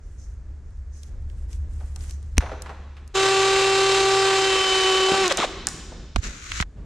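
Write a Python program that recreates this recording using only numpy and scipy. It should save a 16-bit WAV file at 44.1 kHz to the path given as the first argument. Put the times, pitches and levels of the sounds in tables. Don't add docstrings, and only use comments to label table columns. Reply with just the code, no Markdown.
import sys
import numpy as np
from scipy import signal
from scipy.fft import rfft, irfft, next_fast_len
from scipy.io import wavfile
from scipy.ndimage import map_coordinates

SR = 44100
rng = np.random.default_rng(int(sys.argv[2]) if len(sys.argv) > 2 else 0)


def materialize(psi):
    bounded = np.clip(np.atleast_2d(psi).T, -1, 1)
    quanta = np.round(bounded * 32767).astype(np.int16)
    wavfile.write(sys.argv[1], SR, quanta)


N = 302085


def amp(db):
    return 10 ** (np.asarray(db) / 20)


def unit(x):
    return x / np.sqrt(np.mean(x ** 2) + 1e-20)


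def clock():
    return np.arange(N) / SR


def along(points, hz):
    point_hz, value = np.transpose(points)
    return np.interp(np.log(hz + 1), np.log(point_hz + 1), value)


def curve(points):
    time_s, value = np.transpose(points)
    return np.interp(clock(), time_s, value)


def wobble(rate_hz):
    knots = rng.standard_normal(int(N * rate_hz / SR) + 4)
    return map_coordinates(knots, [np.arange(N) * rate_hz / SR])


def turning(hz):
    return 2 * np.pi * np.cumsum(hz) / SR


def filtered(x, response):
    size = x.shape[-1]
    padded = next_fast_len(size + SR // 10)
    spectrum = rfft(x, padded) * response(np.fft.rfftfreq(padded, 1 / SR))
    return irfft(spectrum, padded)[..., :size]


def envelope(start_s, length_s, attack_s, release_s):
    t = clock() - start_s
    swell = np.clip(t / attack_s, 0, 1) ** 2
    return swell * amp(-60 * np.clip((t - length_s) / release_s, 0, 3))


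def strokes(rows, attack_s, release_s):
    power = sum((amp(level_db) * envelope(start_s, length_s, attack_s, release_s)) ** 2
                for start_s, length_s, level_db in rows)
    return np.sqrt(power)


# freq_hz, likeness
BAY_LIKENESS = [(100, .99), (500, 0.99), (1000, 1), (1400, 0.83), (3000, 0.8), (6000, 0.66), (12000, 0.82)]
# freq_hz, likeness
NEAR_LIKENESS = [(100, 1), (900, 0.27), (1500, 0.087), (10000, 0.41)]


def ports(pair, likeness):
    def mid_side(hz):
        angle = np.arccos(np.clip(along(likeness, hz), -1, 1)) / 2
        return np.array([np.cos(angle), np.sin(angle)])

    mid, side = filtered(pair, mid_side)
    return np.array([mid + side, mid - side])


def rush(spectrum, likeness, grain_db=0):
    grains = rng.standard_normal((2, N)) * amp(grain_db * wobble(1500))
    return unit(filtered(ports(grains, likeness), lambda hz: amp(along(spectrum, hz))))


def add(track, start_s, sound):
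    part = track[..., round(start_s * SR):][..., :sound.shape[-1]]
    part += sound[..., :part.shape[-1]]


def blows(rows, likeness, t60_s, width, hardness):
    out, t = np.zeros((2, N)), np.arange(SR // 4) / SR
    fade = amp(-60 * t / t60_s)
    push = hardness * np.linalg.norm(fade) * (t == 0)
    for start_s, level_db, centre_hz in rows:
        def body(hz):
            damping = 1j * hz * centre_hz * width
            return (damping / (centre_hz * centre_hz - hz * hz + damping)) ** 2

        rattle = ports(rng.standard_normal((2, len(t))), likeness) * fade
        hit = unit(filtered(push + rattle, body)) * np.sqrt(np.mean(fade ** 2))
        add(out, start_s, amp(level_db) * hit)
    return out


# freq_hz, t60_s
BAY_DECAY = [(100, 3.2), (500, 0.95), (2000, 1.55), (4000, 2.03), (7000, 1.05), (10000, 0.46), (13000, 0.7)]


def bay(x):
    hz, t, noise = signal.stft(rng.standard_normal((2, 2 * SR)), SR, nperseg=256)
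    fading = noise * amp(-60 * t / along(BAY_DECAY, hz)[:, None])
    tail = ports(signal.istft(fading, SR, nperseg=256)[1], BAY_LIKENESS)
    late = np.pad(x.mean(axis=0), (SR // 100, 0))[None]
    return signal.fftconvolve(late, tail / np.linalg.norm(tail[0]), axes=1)[:, :N]


# time_s, level_db
HUM_LEVEL = [(0, -43), (0.9, -40), (1.4, -33), (2.2, -34.5), (2.7, -40.5), (3.1, -39.5), (3.2, -87.5)]
# freq_hz, relative_db
AIR_SPECTRUM = [(60, 6), (200, -7.5), (400, -3.5), (800, -15.5), (1700, -10.5), (3000, -26.5), (7000, -21),
                (15000, -48.5)]


def background(hum_hz=72, air_db=-60):
    tone = unit(np.sin(turning(hum_hz + .5 * wobble(2))))
    hum = amp(curve(HUM_LEVEL) + .5 * wobble(5.1)) * tone
    return hum + amp(air_db) * rush(AIR_SPECTRUM, BAY_LIKENESS)


# start_s, length_s, sleeve_db, rumble_db
ARM_MOVES = [(0, 0.88, -66, -38.5), (1.03, 1.46, -58, -35), (2.446, .3, -52, -46.5),
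             (5.42, .63, -46.5, -43), (6.18, .1, -40, -36.5), (6.45, .17, -52, -35),
             (6.72, .13, -46, -36.5)]
# freq_hz, relative_db
CLOTH_SPECTRUM = [(60, -19.5), (150, 2), (300, -5), (700, -16.5), (2000, -28), (8000, -45), (15000, -57.5)]
# freq_hz, relative_db
RUMBLE_SPECTRUM = [(11, -38), (18, -1.5), (44, 7.5), (64, 4), (84, 0), (194, -26), (300, -40.5), (390, -47),
                   (660, -120)]
STILL_CLOTH_DB, STILL_RUMBLE_DB = -60, -45


def arm_movement(attack_s=0.066, release_s=0.57):
    brushing = strokes([(s, length_s, db) for s, length_s, db, _ in ARM_MOVES], attack_s, release_s)
    shaking = strokes([(s, length_s, db) for s, length_s, _, db in ARM_MOVES], attack_s, release_s)
    cloth = np.hypot(amp(STILL_CLOTH_DB), brushing) * amp(2 * wobble(12))
    rumble = np.hypot(amp(STILL_RUMBLE_DB), shaking) * amp(wobble(6.5))
    return (cloth * rush(CLOTH_SPECTRUM, BAY_LIKENESS, grain_db=1)
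            + rumble * rush(RUMBLE_SPECTRUM, BAY_LIKENESS))


# start_s, swell_s, fade_t60_s, level_db
SKIN_RUBS = [(6.165, 0.022, 0.11, -43), (6.205, 0.039, .34, -31.5), (6.2, .425, 0.03, -32)]
# freq_hz, relative_db
SKIN_SPECTRUM = [(400, -10.5), (850, -19.5), (1250, 3), (2500, 0.5), (3300, -4.5), (4100, -1.5), (4900, -6),
                 (6600, 1.5), (7500, -4.5), (8300, -13.5), (15000, -25)]
RUB_PAN_DB = 2.5


def rubbing():
    drag = sum(amp(level_db) * envelope(start_s, swell_s, swell_s, fade_s)
               for start_s, swell_s, fade_s, level_db in SKIN_RUBS)
    pan = amp([[RUB_PAN_DB / 2], [-RUB_PAN_DB / 2]])
    return drag * pan * amp(wobble(30)) * rush(SKIN_SPECTRUM, NEAR_LIKENESS, grain_db=2.5)


# start_s, level_db, centre_hz
CASE_TAPS = [(2.381, -13, 180), (6.1605, -19, 3200), (6.161, -15.5, 900), (6.162, -18, 220),
             (6.5185, -19, 2300), (6.6013, -15, 1700), (6.602, -18, 150), (6.611, -22, 4000),
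             (6.625, -17, 1500)]
# start_s, level_db, pitch_hz, length_s, left_minus_right_db
CAMERA_JOLTS = [(2.369, -7.5, 63.3, 0.039, 1), (6.147, -18, 45.3, 0.04, -9), (6.176, -14.5, 66, 0.03, -7),
                (6.599, -19.5, 64.4, 0.036, -5)]


def bumps():
    out = blows(CASE_TAPS, NEAR_LIKENESS, t60_s=0.021, width=1.06, hardness=0.39)
    for start_s, level_db, pitch_hz, length_s, pan_db in CAMERA_JOLTS:
        t = np.arange(int(length_s * SR)) / SR
        sway = -np.sin(2 * np.pi * pitch_hz * t) * np.sin(np.pi * t / length_s) ** 2
        add(out, start_s, amp([[level_db + pan_db / 2], [level_db - pan_db / 2]]) * sway)
    return out


# start_s, level_db, centre_hz
WIRE_KNOCKS = [(1.804, -46, 700), (1.961, -50, 800), (2.407, -32.5, 1200), (2.425, -31, 546),
               (2.46, -35, 900), (2.495, -35, 720), (2.518, -29.5, 540), (2.661, -37.5, 1000),
               (2.694, -33.5, 720), (2.968, -49, 1800), (5.92, -39, 387)]


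def wire():
    return blows(WIRE_KNOCKS, BAY_LIKENESS, t60_s=.14, width=1.36, hardness=.42)


# freq_hz, level_db, t60_s
SNAP_MODES = [(800, -4.5, 0.0018), (2500, 4.5, 0.0019), (4000, -1.5, 0.0022), (6000, -1, 0.0043),
              (9200, -7, 0.0042)]
SNAP_S = 2.381


def snap():
    out, t = np.zeros((2, N)), np.arange(SR // 20) / SR
    crack = sum(amp(level_db - 60 * t / t60_s) * np.sin(2 * np.pi * freq_hz * t)
                for freq_hz, level_db, t60_s in SNAP_MODES)
    add(out, SNAP_S, crack)
    return out


# start_s, length_s, level_db
TAPE_PULLS = [(0, 0.34, -69), (.91, .17, -62.5), (1.25, .2, -67), (1.46, 0.093, -55.5), (1.66, .3, -61.5),
              (1.95, .16, -50)]
# freq_hz, relative_db
PEEL_SPECTRUM = [(500, -8), (1200, -0.5), (2200, 1.5), (3300, -2), (4300, -3), (7000, 3.5), (9000, 1.5),
                 (15000, -8.5)]
# start_s, length_s, level_db
ROLL_SLIDES = [(0, 0.075, -69), (.16, .08, -59), (.62, 0.14, -75.5), (.9, .12, -61), (1.48, 0.046, -62),
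               (2.06, .04, -52.5)]
# freq_hz, relative_db
ROLL_SPECTRUM = [(3000, -25.5), (4800, -9.5), (5700, -1), (6500, 3), (7300, -9), (12000, -25)]
TAUT_DB, NEARING_DB_PER_S = -84, 6.5


def tape():
    taut = amp(TAUT_DB + NEARING_DB_PER_S * clock()) * (clock() < SNAP_S)
    glue = np.hypot(taut, strokes(TAPE_PULLS, attack_s=0.051, release_s=.17))
    peel = glue * amp(1.6 * wobble(40)) * rush(PEEL_SPECTRUM, NEAR_LIKENESS, grain_db=3.0)
    slide = strokes(ROLL_SLIDES, attack_s=0.036, release_s=0.39)
    return peel + slide * amp(1.6 * wobble(27)) * rush(ROLL_SPECTRUM, NEAR_LIKENESS, grain_db=3.0)


# start_s, level_db, centre_hz
HAND_TICKS = [(1.033, -38, 5460), (1.2995, -47.5, 2480), (1.5305, -39, 5160), (1.961, -32, 4800),
              (2.0084, -42, 3800), (2.096, -38, 4500), (2.109, -34.5, 5500), (2.2284, -48, 5500),
              (2.3705, -31, 2200), (2.621, -27, 7400), (3.0775, -42, 7060)]
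FAINT_TICK_DB, FAINT_TICK_HZ = -57, 6500


def ticks(count=8):
    stray = [(when * ON_S, FAINT_TICK_DB - 6 * soft, FAINT_TICK_HZ) for when, soft in rng.random((count, 2))]
    return blows(HAND_TICKS + stray, NEAR_LIKENESS, t60_s=0.015, width=1.7, hardness=.41)


# start_s, level_db, centre_hz
JAW_CLICKS = [(5.2795, -16, 6000), (5.324, -16.5, 5060), (5.373, -14.5, 7184), (5.67, -10.5, 7200),
              (5.687, -22.5, 6000)]


def jaws():
    return blows(JAW_CLICKS, BAY_LIKENESS, t60_s=.014, width=.7, hardness=1.6)


# start_s, level_db, centre_hz
RAM_CLUNKS = [(5.085, -23, 650), (5.118, -18.5, 270), (5.141, -20.5, 800), (5.24, -24, 1700),
              (5.313, -22, 1200), (5.39, -21, 340), (5.67, -29, 1300)]


def ram():
    return blows(RAM_CLUNKS, BAY_LIKENESS, t60_s=.07, width=1.1, hardness=.3)


# start_s, length_s, level_db
OIL_SPURTS = [(5.288, .035, -22.5), (5.366, .085, -25.5)]
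# freq_hz, relative_db
OIL_SPECTRUM = [(150, -33), (400, 1), (1200, -1.5), (2800, -1), (3700, 2.5), (4600, -10.5), (7500, -10),
                (15000, -47)]
# start_s, length_s, from_hz, to_hz, level_db
VALVE_WHISTLES = [(5.31, 0.0097, 600, 530, -20), (5.378, .036, 500, 1296, -27.5),
                  (5.42, .03, 1401, 481, -22)]


def valve(rough=0.0297, overtone_db=-12):
    hiss = strokes(OIL_SPURTS, attack_s=0.013, release_s=0.036)
    out = hiss * rush(OIL_SPECTRUM, BAY_LIKENESS, grain_db=2.5)
    for start_s, length_s, from_hz, to_hz, level_db in VALVE_WHISTLES:
        hz = np.interp(clock(), [start_s, start_s + length_s], [from_hz, to_hz])
        phase = turning(hz * (1 + rough * wobble(500)))
        whistle = unit(np.sin(phase) + amp(overtone_db) * np.sin(2 * phase))
        out = out + amp(level_db) * envelope(start_s, length_s, attack_s=0.0033, release_s=.02) * whistle
    return out


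# multiple, relative_db
SHAFT_ORDERS = [(1, -1), (2, -9), (2.906, -22.5), (3, -7.5), (3.09, -31), (3.78, -23.5), (3.875, -22.5),
                (4, -15), (5, -17.5), (6, -19), (7, -14.5), (8, -13.5), (9, -20), (10, -17.5), (11, -20.5),
                (12, -20.5), (13, -19.5), (14, -18.5), (16, -19), (18, -20.5), (19, -20), (20, -26),
                (21, -26.5), (23, -26.5)]
# freq_hz, relative_db
GEAR_SPECTRUM = [(100, -33.5), (220, -23.5), (340, 2.5), (450, 1), (660, -4), (950, 0), (2000, -0.5),
                 (2700, 1.5), (3200, -3), (3900, 2.5), (5000, -6.5), (7600, -8), (10000, -18), (15500, -29)]
# time_s, load_0_to_1
RAM_LOAD = [(4.15, 0), (4.42, .22), (4.65, .62), (4.87, .92), (5.08, 0.97), (5.11, 0.17)]
ON_S, COAST_S, STOP_S = 3.137, 5.21, 5.272
ATTACK_S, RELEASE_T60_S = 0.019, 0.097
FREE_HZ, SAG_HZ = 388.1, 9.4
SPIN_UP_HZ, SPIN_UP_S = 3.4, 0.1302
BRAKE_HZ_PER_S2 = 8200
WHINE_DB, WHINE_LOAD_DB, GEAR_DB = -21.6, -2.2, -25.1
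SQUEAL_DB, SQUEAL_LOAD = -26.5, 0.36
YIELD_DB = -1.8


def motor(flutter=0.00093, load_flutter=.005, coast_flutter=.4, sag=0.0043, throb=0.22, mesh=0.21,
          drone_db=-22.5, damping_db=9, blur_db=0.05):
    t, load = clock(), curve(RAM_LOAD)
    spin_up = SPIN_UP_HZ * np.exp(-np.maximum(t - ON_S, 0) / SPIN_UP_S)
    braking = BRAKE_HZ_PER_S2 * np.maximum(t - COAST_S, 0) ** 2
    hz = np.maximum(FREE_HZ - SAG_HZ * load - spin_up - braking, 0)
    stroke = turning(hz / 10.7)
    unsteady = (flutter + load_flutter * load + coast_flutter * braking / FREE_HZ) * wobble(70)
    shaft = turning(hz * (1 + unsteady + sag * np.sin(stroke)))

    pressure = np.maximum.accumulate(load)
    whine = 0
    for order, level_db in SHAFT_ORDERS:
        order_db = level_db - blur_db * order * pressure + min(order, 4) * 0.39 * wobble(12)
        whine = whine + amp(order_db) * np.sin(order * shaft + rng.uniform(0, 2 * np.pi))
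    drone = amp(drone_db - damping_db * pressure) * np.sin(shaft * .315)
    squeal_gain = amp(SQUEAL_DB + wobble(25)) * np.minimum(load / SQUEAL_LOAD, 1) ** 4
    squeal = squeal_gain * np.sin(8 * shaft)
    tones = np.sqrt(2) * (amp(WHINE_DB + WHINE_LOAD_DB * load) * (whine + drone) + squeal)

    teeth = np.cos(shaft) + np.cos(2 * shaft) + .5 * np.cos(3 * shaft)
    gate = unit(1 + throb * np.sin(stroke) + mesh * teeth * (hz > 0))
    rasp_gain = amp(GEAR_DB + YIELD_DB * (pressure - load) + 0.92 * wobble(15))
    rasp = rasp_gain * gate * rush(GEAR_SPECTRUM, BAY_LIKENESS, grain_db=1.5)
    return envelope(ON_S, STOP_S - ON_S, ATTACK_S, RELEASE_T60_S) * (tones + rasp)


def scene():
    tool = motor() + valve()
    clicks = jaws()
    knocks = wire() + ram()
    taping = tape() + ticks()
    crack = snap()
    room = bay(amp(-14.0) * tool + amp(-9.5) * clicks + amp(-6.5) * knocks
               + amp(-14.5) * taping + amp(-27) * crack)
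    right_hand = amp([[-.8], [.8]]) * (clicks + taping + crack)
    handling = bumps() + rubbing() + arm_movement()
    return tool + knocks + right_hand + room + handling + background()


# freq_hz, gain_db
MIC_TREBLE = [(8500, 0), (11000, -5.5), (15000, -16.5)]
TOP_HZ = 15800


def record(dry):
    heard = np.clip(filtered(dry, lambda hz: amp(along(MIC_TREBLE, hz))), -1, 1)
    return filtered(heard, lambda hz: 1 / (1 + (hz / TOP_HZ) ** 120))


dry = scene()
out = record(dry)
materialize(out)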